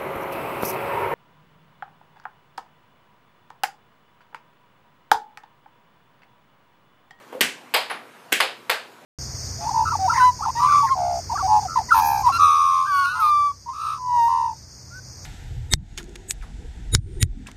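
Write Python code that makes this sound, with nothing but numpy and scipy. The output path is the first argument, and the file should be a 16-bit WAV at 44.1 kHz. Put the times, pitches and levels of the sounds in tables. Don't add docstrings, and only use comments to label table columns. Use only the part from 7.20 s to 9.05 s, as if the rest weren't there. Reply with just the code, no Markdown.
import sys
import numpy as np
from scipy import signal
from scipy.fft import rfft, irfft, next_fast_len
from scipy.io import wavfile
from scipy.ndimage import uniform_filter1d, map_coordinates

SR = 44100
rng = np.random.default_rng(int(sys.argv[2]) if len(sys.argv) > 2 else 0)


def wav_record(signal):
    frames = np.transpose(np.atleast_2d(signal))
    bounded = np.clip(frames, -1, 1)
    quanta = np.round(bounded * 32767).astype(np.int16)
    wavfile.write(sys.argv[1], SR, quanta)


def volts_from_decibels(level):
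    exponent = np.asarray(level, float) / 20
    return 10 ** exponent


N = 81585

# start_s, level_db, direct_over_echoes_db, ceiling_echo_db
CONTACTS = [
    (0.1253, -35.5, -1.5, 5),
    (0.148, -30.5, -9, -21),
    (0.2085, -13, 0.5, 1.5),
    (.5392, -12.5, -8, -5),
    (.6990, -27.5, 1, -2.5),
    (1.1230, -14, -2, 3),
    (1.2031, -13, 1.5, 1.5),
    (1.4969, -15, -1, -1),
]
# start_s, level_under_nearest_contact_db
CHATTER = [(.136, -9.5), (.5610, -9), (.7080, 0.5), (.7165, -4.5), (1.1195, -23), (1.1595, -31),
           (1.4961, -13.5), (1.5285, -24)]
# pitch_hz, level_db
DULL_COLOURS = [
    [(150, -33), (280, -14.5), (600, -2.5), (950, -9.5), (1450, -19.5), (3300, -24), (5200, -42)],
    [(150, -30), (270, -11), (430, -12.5), (517, 4), (620, -17), (1000, -19.5), (1500, -33), (4000, -46.5)],
]
# pitch_hz, level_db
CLACK_COLOURS = [
    [(170, -17), (260, -13.5), (1350, -11.5), (1620, -1.5), (3100, -4.5), (3800, -11), (12300, -22.5),
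     (15500, -26)],
    [(200, -31), (480, -4.5), (950, 2), (1200, -3), (3000, -3), (5000, -7), (5600, -22.5), (15500, -25)],
    [(200, -15.5), (650, -3), (850, 3), (2140, -1.5), (5000, -15.5), (5600, -26), (12000, -35.5),
     (15500, -52)],
    [(170, -27), (350, -10), (1300, -16), (1570, -2), (3050, -2.5), (3700, -11.5), (9000, -19.5),
     (15500, -27.5)],
    [(200, -30.5), (490, -4.5), (1060, -2.5), (2900, -4), (5000, -10.5), (5600, -23.5), (11000, -25),
     (15500, -39)],
    [(200, -38), (510, -3), (1340, -3), (1570, 0.5), (2550, -4), (4800, -9), (5600, -19.5), (15500, -28)],
]
# pitch_hz, t60_s
PUCK_MODES = [(8170, 0.014), (10340, 0.027), (12150, 0.012)]
# first_mode_db, second_mode_db, third_mode_db
RING_LEVELS = [(-56, -60, -60), (-60, -60, -60), (-18, -29, -16), (-20, -27.5, -13), (-45, -23, -36),
               (-20, -28.5, -17.5), (-30, -31.5, -28), (-23.5, -34.5, -17)]
RING_TO_ROOM = [-13, -9, -20]
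RING_EDGE_DB = -9
CONTACT_T60_S, CEILING_S = 0.0045, 0.0036


def puck():
    out = np.zeros(N + SR)
    t = np.arange(SR // 20) / SR
    contact_s = np.array(CONTACTS)[:, 0]
    colours = DULL_COLOURS + CLACK_COLOURS
    for start_s, under_db in [(s, 0) for s in contact_s] + CHATTER:
        k = np.argmin(np.abs(contact_s - start_s))
        _, level_db, direct_db, ceiling_db = CONTACTS[k]
        clack = click([(60, -80)] + colours[k])
        modes = np.array([volts_from_decibels(db - 6.5 - 60 * t / t60) * np.sin(2 * np.pi * hz * t)
                          for (hz, t60), db in zip(PUCK_MODES, RING_LEVELS[k])])
        ring = modes.sum(axis=0)
        gain = volts_from_decibels(level_db + under_db + 20)
        far = signal.fftconvolve(clack + volts_from_decibels(RING_TO_ROOM) @ modes, room())
        out[round(start_s * SR):][:len(far)] += gain * far
        paths = [(0, direct_db, RING_EDGE_DB), (CEILING_S, ceiling_db, 0)]
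        for delay_s, path_db, ring_db in paths:
            crackle = rng.standard_normal(len(t)) * volts_from_decibels(-60 * t / CONTACT_T60_S)
            crackle = crackle / np.linalg.norm(crackle)
            near = signal.fftconvolve(clack, crackle)[:len(t)] + volts_from_decibels(ring_db) * ring
            out[round((start_s + delay_s) * SR):][:len(t)] += gain * volts_from_decibels(path_db) * near
    return out[:N]


def click(colour, size=4410):
    level = volts_from_decibels(along(colour, np.fft.rfftfreq(size, 1 / SR)))
    cepstrum = irfft(np.log(np.maximum(level, 1e-6)), size)
    cepstrum[1:size // 2] *= 2
    cepstrum[size // 2 + 1:] = 0
    impulse = irfft(np.exp(rfft(cepstrum)), size)[:size // 2]
    return impulse / np.linalg.norm(impulse)


# pitch_hz, t60_s
ROOM_DECAY = [(150, 0.58), (400, 0.37), (1000, 0.31), (2800, 0.34), (7000, 0.34), (14000, .2)]
TAIL_DB, TAIL_RISE_S = 5, 0.001
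ECHOES, ECHO_SPAN_S, ECHO_DB, ECHO_T60_S = 40, 0.06, -0.5, 0.12


def room():
    hz, t, z = signal.stft(rng.standard_normal(SR // 2), SR, nperseg=256)
    decay = volts_from_decibels(-60 * t / along(ROOM_DECAY, hz)[:, None])
    tail = signal.istft(z * decay, SR, nperseg=256)[1][:SR // 2]
    tail = tail * (1 - np.exp(-np.arange(len(tail)) / SR / TAIL_RISE_S))
    tail = volts_from_decibels(TAIL_DB) * tail / np.linalg.norm(tail)
    when, loss, sign = rng.random((ECHOES, 3)).T
    echo_s = CEILING_S + ECHO_SPAN_S * when
    echoes = volts_from_decibels(ECHO_DB - 60 * echo_s / ECHO_T60_S - 10 * loss) * np.sign(sign - 0.5)
    return tail + np.bincount((echo_s * SR).astype(int), echoes, len(tail))


# start_s, level_db
SLAMS = [
    (0.208, -32.5),
    (1.124, -41),
]
# pitch_hz, level_db, t60_s
TABLE_MODES = [(100, -9, .2), (195, -4, .15), (238, 0, .2), (264, -1, .24), (295, -3, .2), (420, -1, .22),
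               (455, -3, .2), (520, -4, .12)]
BOOM_RISE_S = 0.01


def table():
    out = np.zeros(N + SR)
    t = np.arange(SR // 2) / SR
    rise = 1 - np.exp(-t / BOOM_RISE_S)
    for start_s, level_db in SLAMS:
        boom = np.zeros(len(t))
        for hz, db, t60 in TABLE_MODES:
            level = volts_from_decibels(level_db + db + rng.normal(0, 2) - 60 * t / t60)
            boom += level * np.sin(2 * np.pi * (hz * t + rng.random()))
        out[round(start_s * SR):][:len(t)] += rise * boom
    return out[:N]


# pitch_hz, level_db per Hz
HISS_COLOUR = [(40, -36), (85, -20), (130, -6.5), (250, 2), (1200, 1), (2000, -4), (5000, -15.5),
               (15500, -27)]
# pitch_hz, level_db
MOTOR_LINES = [(120, -65), (240, -62), (967, -58)]
HISS_DB, PATCHY_DB = -49, -2


def blower():
    hz, _, z = signal.stft(rng.standard_normal(N), SR, nperseg=1024)
    patches = uniform_filter1d(rng.standard_normal(z.shape), size=10, axis=0)
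    patches = uniform_filter1d(patches, size=6, axis=1)
    level_db = PATCHY_DB * unit(patches) + along(HISS_COLOUR, hz)[:, None]
    hiss = signal.istft(z * volts_from_decibels(level_db), nperseg=1024)[1][:N]
    t = np.arange(N) / SR

    def sway():
        return map_coordinates(rng.standard_normal(size=20), [t * 8])

    hum = np.zeros(N)
    for line_hz, db in MOTOR_LINES:
        hum += volts_from_decibels(db - 5 + 2 * sway()) * np.sin(2 * np.pi * line_hz * t + 0.64 * sway())
    return volts_from_decibels(HISS_DB) * unit(hiss) + hum


def unit(x):
    return x / np.sqrt(np.mean(x ** 2) + 1e-20)


def along(points, hz):
    f, v = np.transpose(points)
    return np.interp(np.log(hz + 1), np.log(f + 1), v)


def scene():
    return (puck() + table() + blower())[None]


def band_limit(x):
    return signal.sosfilt(signal.butter(12, 16480, fs=SR, output="sos"), x)


# pitch_hz, level_db
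MIC_COLOUR = [(50, -16), (110, 1), (250, 1.5), (1500, 0), (5100, 0), (5500, 0), (7500, 1), (14000, 4)]
TOP_HZ = 15350


def record(dry):
    limited = dry / (1 + np.abs(dry / 0.7) ** 4) ** 0.25
    size = next_fast_len(N + SR // 2)
    response = MIC_COLOUR + [(TOP_HZ - 60, 0), (TOP_HZ + 60, -24), (16400, -36), (16700, -90)]
    gain = volts_from_decibels(along(response, np.fft.rfftfreq(size, 1 / SR)))
    mix = irfft(rfft(limited, size) * gain, size)[..., :N]
    return band_limit(mix)


dry = scene()
out = record(dry)
wav_record(out)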